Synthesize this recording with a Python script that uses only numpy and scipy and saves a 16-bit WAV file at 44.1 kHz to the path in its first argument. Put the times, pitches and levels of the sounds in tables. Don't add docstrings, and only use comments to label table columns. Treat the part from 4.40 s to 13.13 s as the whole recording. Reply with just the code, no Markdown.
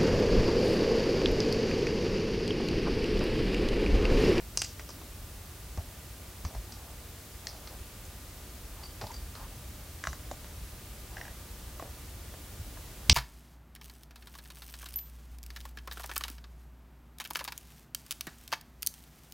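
import sys
import numpy as np
from scipy import signal
from scipy.fft import rfft, irfft
from scipy.io import wavfile

SR = 44100
rng = np.random.default_rng(int(sys.argv[2]) if len(sys.argv) > 2 else 0)


def digitize_waveform(pressure):
    field = np.atleast_2d(pressure).T
    bounded = np.clip(field, -1, 1)
    quanta = np.round(bounded * 32767).astype(np.int16)
    wavfile.write(sys.argv[1], SR, quanta)


N = 384993

# pitch in Hz, level in dB, t60 in seconds.
SHELL_MODES = [(930, 6, 0.004), (2300, -25, 0.041), (2810, -1, 0.0041), (3480, -17, 0.017),
               (4176, 2.5, 0.02), (4680, 5, 0.021), (5070, 0, 0.026), (5600, -13, 0.029), (6150, -4, 0.024),
               (7550, -7, 0.022), (8160, 0.5, 0.0084), (9900, -2, .016)]
THUD_HZ, THUD_WIDTH_HZ = 292, 770


def gain_of(db):
    return 10 ** (np.asarray(db) / 20)


def unit_rms(x):
    return x / np.sqrt(np.mean(x ** 2) + 1e-20)


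def add(mix, start, sound):
    part = mix[round(start * SR):][:len(sound)]
    part += sound[:len(part)]


def coloured(x, curve):
    hz, db = np.transpose(curve)
    bins_hz = np.fft.rfftfreq(len(x), 1 / SR)
    return irfft(rfft(x) * gain_of(np.interp(np.log(bins_hz + 1), np.log(hz), db)), len(x))


def resonate(x, hz, width):
    return signal.lfilter(*signal.iirpeak(hz, hz / min(width, SR / 4), SR), x)


def band(x, hz, width):
    return resonate(resonate(x, hz, width), hz, width)


def room_tone(level_db=-45.35, rumble_hz=140):
    # frequency in Hz, relative level in dB.
    bed_eq = [(12, -40), (20, -29), (40, -0.5), (59, -1), (85, -2), (126, -10.5), (160, -13.5),
              (350, -20.5), (600, -22.5), (1130, -26.5), (2500, -28.5), (6000, -30), (15500, -31)]
    # time in seconds, gain in dB.
    rumble_ride = [(0, 1), (2.7, -2.5), (4.0, -2), (5.0, 2), (7.0, 0.5), (7.7, 0.5), (8.7, 1)]
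    # frequency in Hz, side over mid in dB.
    side_eq = [(60, -44), (125, -24.5), (250, -14), (1000, -9.5), (4000, -6), (8000, -5.5), (15000, -8)]
    mid, side = (gain_of(level_db) * unit_rms(coloured(rng.standard_normal(N), bed_eq)) for _ in range(2))
    rumble = signal.sosfiltfilt(signal.butter(2, rumble_hz, fs=SR, output="sos"), mid)
    swell = gain_of(np.interp(np.arange(N) / SR, *np.transpose(rumble_ride)))
    return mid + rumble * (swell - 1), coloured(side, side_eq)


def mains_hum(waver_rad=0.74):
    # pitch in Hz, rms level in dB.
    tones = [(60, -55), (180, -75), (300, -70.5), (360, -70.5), (602, -73.5), (1200, -71), (1442, -76.5),
             (15680, -86), (15735, -84)]
    t = np.arange(N) / SR
    knots = np.linspace(0, t[-1], 20)
    out = np.zeros(N)
    for hz, db in tones:
        drift = np.interp(t, knots, rng.standard_normal(len(knots)))
        out += gain_of(db) * np.sqrt(2) * np.sin(2 * np.pi * (hz * t + rng.random()) + waver_rad * drift)
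    return out


def wall_echoes(x):
    # delay in seconds, gain before the EQ.
    taps = [(0.012, 0.27), (0.0189, 0.2), (0.0229, .2), (0.028, 0.14)]
    # frequency in Hz, gain in dB.
    wall_eq = [(100, 7), (1500, -11.5), (2400, -2), (4000, -12), (5500, 4.5), (7000, -8.5), (15000, -11)]
    out = np.zeros(N)
    for delay, gain in taps:
        add(out, delay, gain * x)
    return coloured(out, wall_eq)


def room_tail(x, predelay_s=0.011, build_s=0.005, t60=0.33):
    # frequency in Hz, gain in dB.
    tail_eq = [(100, -80), (800, -21), (2000, -24.5), (3500, -9), (5300, -6.5), (7500, -13), (15000, -24)]
    t = np.arange(SR // 2) / SR
    envelope = np.clip((t - predelay_s) / build_s, 0, 1) * gain_of(-60 * t / t60)
    tail = rng.standard_normal(len(t)) * envelope
    return signal.fftconvolve(x, coloured(tail / np.linalg.norm(tail), tail_eq))[:N]


def stroke(length, hz, width, slips_per_s=2200):
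    slips = rng.standard_normal(SR) * (rng.random(SR) < slips_per_s / SR)
    scrape = band(slips[:round(length * SR)], hz, width)
    return unit_rms(scrape) * signal.windows.tukey(len(scrape), 0.7)


def rubs_and_jiggles(rub_width_share=0.62, jiggle_width_hz=140):
    # start and length in seconds, level in dB, centre in Hz.
    rubs = [(.475, 0.22, -54, 277), (1.371, .054, -50.5, 713), (2.034, 0.18, -55, 691),
            (2.198, 0.42, -60.5, 790), (2.95, 0.37, -58, 744), (3.287, 0.085, -55.5, 680),
            (4.356, 0.15, -55, 930), (4.6, 0.073, -45.5, 666), (4.941, .15, -52, 990),
            (6.677, 0.26, -55.5, 810), (7.42, 0.084, -55, 598)]
    # start and length in seconds, level in dB, pitch in Hz.
    jiggles = [(4.423, 0.049, -49, 4620), (4.682, 0.048, -46.5, 910), (4.725, .06, -51, 4710),
               (6.764, 0.19, -62, 1900)]
    out = np.zeros(N)
    for start, length, db, hz in rubs:
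        add(out, start, gain_of(db) * stroke(length, hz, rub_width_share * hz))
    for start, length, db, hz in jiggles:
        add(out, start, gain_of(db) * stroke(length, hz, jiggle_width_hz))
    return out


def table_mode(hz, rise):
    t = np.arange(SR // 4) / SR
    envelope = (t / rise * np.exp(1 - t / rise)) ** 2
    return envelope * np.sin(2 * np.pi * hz * t)


def table_thumps(upper_ratio=2.14, upper_rise_share=0.42, upper_db=-8, slow_blow_s=0.064):
    # start in seconds, level in dB, pitch in Hz, rise in seconds.
    blows = [(1.376, -25, 68.6, 0.0086), (2.043, -26.5, 65.5, 0.012), (2.15, -31, 52.6, 0.034),
             (3.405, -35.5, 70, .006), (4.629, -37, 107, 0.0089), (5.665, -35, 65, .035),
             (8.192, -32.5, 79.7, 0.0078), (8.693, -18, 98, 0.004), (8.7045, -16, 71.7, .012)]
    out = np.zeros(N)
    for start, db, hz, rise in blows:
        upper_gain = gain_of(upper_db) / (1 + (rise / slow_blow_s) ** 4)
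        upper = upper_gain * table_mode(upper_ratio * hz, upper_rise_share * rise)
        add(out, start, gain_of(db) * (table_mode(hz, rise) + upper))
    return out


def shell_ring(push, modes, ring_db, scatter, scatter_t60):
    # delay in seconds, gain.
    near_taps = [(.00055, 0.29), (.0017, -0.18), (.0025, 0.44)]
    t = np.arange(len(push)) / SR
    direct = push + sum(gain_of(db + ring_db) * resonate(push, hz, np.log(1000) / np.pi / t60)
                        for hz, db, t60 in modes)
    spray = rng.standard_normal(len(t)) * gain_of(-60 * t / scatter_t60)
    sound = direct + scatter * signal.fftconvolve(direct, spray / np.linalg.norm(spray))[:len(t)]
    for delay, gain in near_taps:
        add(sound, delay, gain * direct)
    return sound / np.sqrt(np.sum(sound ** 2) / (0.007 * SR))


def contact(layers, modes, hardness_hz, **ring):
    soften = signal.butter(3, hardness_hz, fs=SR)
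    blow = signal.unit_impulse(SR // 10)
    out = np.zeros(len(blow))
    for db, hz, width in layers:
        push = signal.lfilter(*soften, band(blow, hz, width))
        out += gain_of(db) * shell_ring(push, modes, **ring)
    return out


def hand_thud(knock_db, knock_hz, equal_hz, db_per_octave):
    return knock_db - db_per_octave * np.log2(knock_hz / equal_hz), THUD_HZ, THUD_WIDTH_HZ


def light_clicks(knock_width_share=1.16, tick_width_hz=2600):
    # start in seconds, knock level in dB and pitch in Hz, then the same for the tick.
    touches = [ (.2452, -44, 2680, -39, 6600), (.3953, -43, 1560, -49, 5700),
               (.4904, -50.5, 1110, -47, 5740), (.5036, -57, 1090, -48.5, 5200),
               (.6140, -59, 950, -56, 3590), (1.3748, -52, 870, -51, 5780),
               (2.0500, -42.5, 1450, -43.5, 5240), (2.1493, -49.5, 1100, -53, 5500),
               (2.3210, -57, 1110, -45.5, 5260), (3.2738, -48.5, 1305, -46, 4470),
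               (3.6520, -68, 2300, -53, 7000), (4.434, -53, 2400, -54, 4900),
               (4.6134, -43, 1254, -42.5, 4600), (4.6398, -55, 750, -61, 4980),
               (4.6680, -56, 795, -47, 4200), (4.7162, -50, 1300, -51, 6500),
               (4.7415, -54, 1600, -48.5, 5900), (4.9527, -51, 1360, -47.5, 4400),
               (8.6957, -36.5, 1080, -30, 5700)]
    out = np.zeros(N)
    for start, knock_db, knock_hz, tick_db, tick_hz in touches:
        layers = (hand_thud(knock_db, knock_hz, equal_hz=1330, db_per_octave=16),
                  (knock_db, knock_hz, knock_width_share * knock_hz),
                  (tick_db, tick_hz, tick_width_hz))
        click = contact(layers, SHELL_MODES, hardness_hz=11200, ring_db=-2.5,
                        scatter=2.4, scatter_t60=0.045)
        add(out, start, click)
    return out


def arm_fumble(knock_width_share=0.83, tick_hz=5900, tick_width_hz=4400):
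    # pitch in Hz, level in dB, t60 in seconds.
    arm_modes = [(633, 13, 0.024), (1054, 8.5, 0.049), (1726, -1, 0.0069), (1930, -10, 0.011),
                 (2900, 5, 0.018), (3780, 4.5, 0.017), (5540, -18, 0.06), (6050, -5, 0.026),
                 (6770, 4, 0.027), (7340, 10, 0.035)]
    # start in seconds, knock in dB, its pitch in Hz, tick in dB.
    bumps = [ (5.6392, -34.5, 1530, -43), (5.6521, -40, 1220, -56), (5.6714, -30, 1240, -38.5),
             (5.7306, -41.5, 1320, -47.5), (5.9137, -39, 724, -46), (6.0448, -49, 935, -56),
             (7.397, -39.5, 960, -54.5), (7.425, -47.5, 620, -60), (7.9405, -50.5, 720, -67),
             (8.3723, -47.5, 1030, -60)]
    # start in seconds, gain in dB.
    jerks = [(6.7690, -41.5), (6.7810, -47), (6.8124, -40.5), (6.8516, -48), (6.8803, -48)]
    # relative level in dB, centre in Hz, width in Hz.
    socket_layers = [(-9, 720, 670), (0.5, 1740, 450), (-9, 2500, 870), (-13.5, 5600, 1000)]
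    voice = dict(modes=arm_modes, hardness_hz=7100, ring_db=1, scatter=0.79, scatter_t60=0.028)
    out = np.zeros(N)
    for start, knock_db, knock_hz, tick_db in bumps:
        layers = (hand_thud(knock_db, knock_hz, equal_hz=746, db_per_octave=26),
                  (knock_db, knock_hz, knock_width_share * knock_hz),
                  (tick_db, tick_hz, tick_width_hz))
        add(out, start, contact(layers, **voice))
    for start, db in jerks:
        add(out, start, gain_of(db) * contact(socket_layers, **voice))
    return out


def joint_snaps():
    # start in seconds, thud level in dB, knock level in dB, its pitch and width in Hz,
    # then the same three for the tick.
    snaps = [ (0.1737, -42, -34.5, 2750, 3500, -24, 6200, 3650),
             (0.2187, -41.5, -30.5, 3260, 5500, -31, 6350, 5500),
             (3.07, -57, -43, 1940, 453, -35, 5100, 2750),
             (8.6971, -55, -16.5, 2560, 1640, -12.5, 4610, 2930)]
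    out = np.zeros(N)
    for start, thud_db, knock_db, knock_hz, knock_width, tick_db, tick_hz, tick_width in snaps:
        layers = ((thud_db, THUD_HZ, THUD_WIDTH_HZ),
                  (knock_db, knock_hz, knock_width),
                  (tick_db, tick_hz, tick_width))
        crack = contact(layers, SHELL_MODES, hardness_hz=14500, ring_db=4, scatter=0.95, scatter_t60=0.02)
        add(out, start, crack)
    return out


def scene(tail_side_db=-14):
    bed_mid, bed_side = room_tone()
    hum = mains_hum()
    toy = joint_snaps() + light_clicks() + arm_fumble() + rubs_and_jiggles() + table_thumps()
    mid = bed_mid + hum + toy + wall_echoes(toy) + room_tail(toy)
    side = bed_side + gain_of(tail_side_db) * room_tail(toy)
    return np.array([mid + side, mid - side])


def record(dry, cutoff_hz=15950):
    lowpass = signal.firwin(511, cutoff_hz, window=("kaiser", 9), fs=SR)
    return signal.oaconvolve(np.clip(dry, -1, 1), lowpass[None], "same")


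dry = scene()
out = record(dry)
digitize_waveform(out)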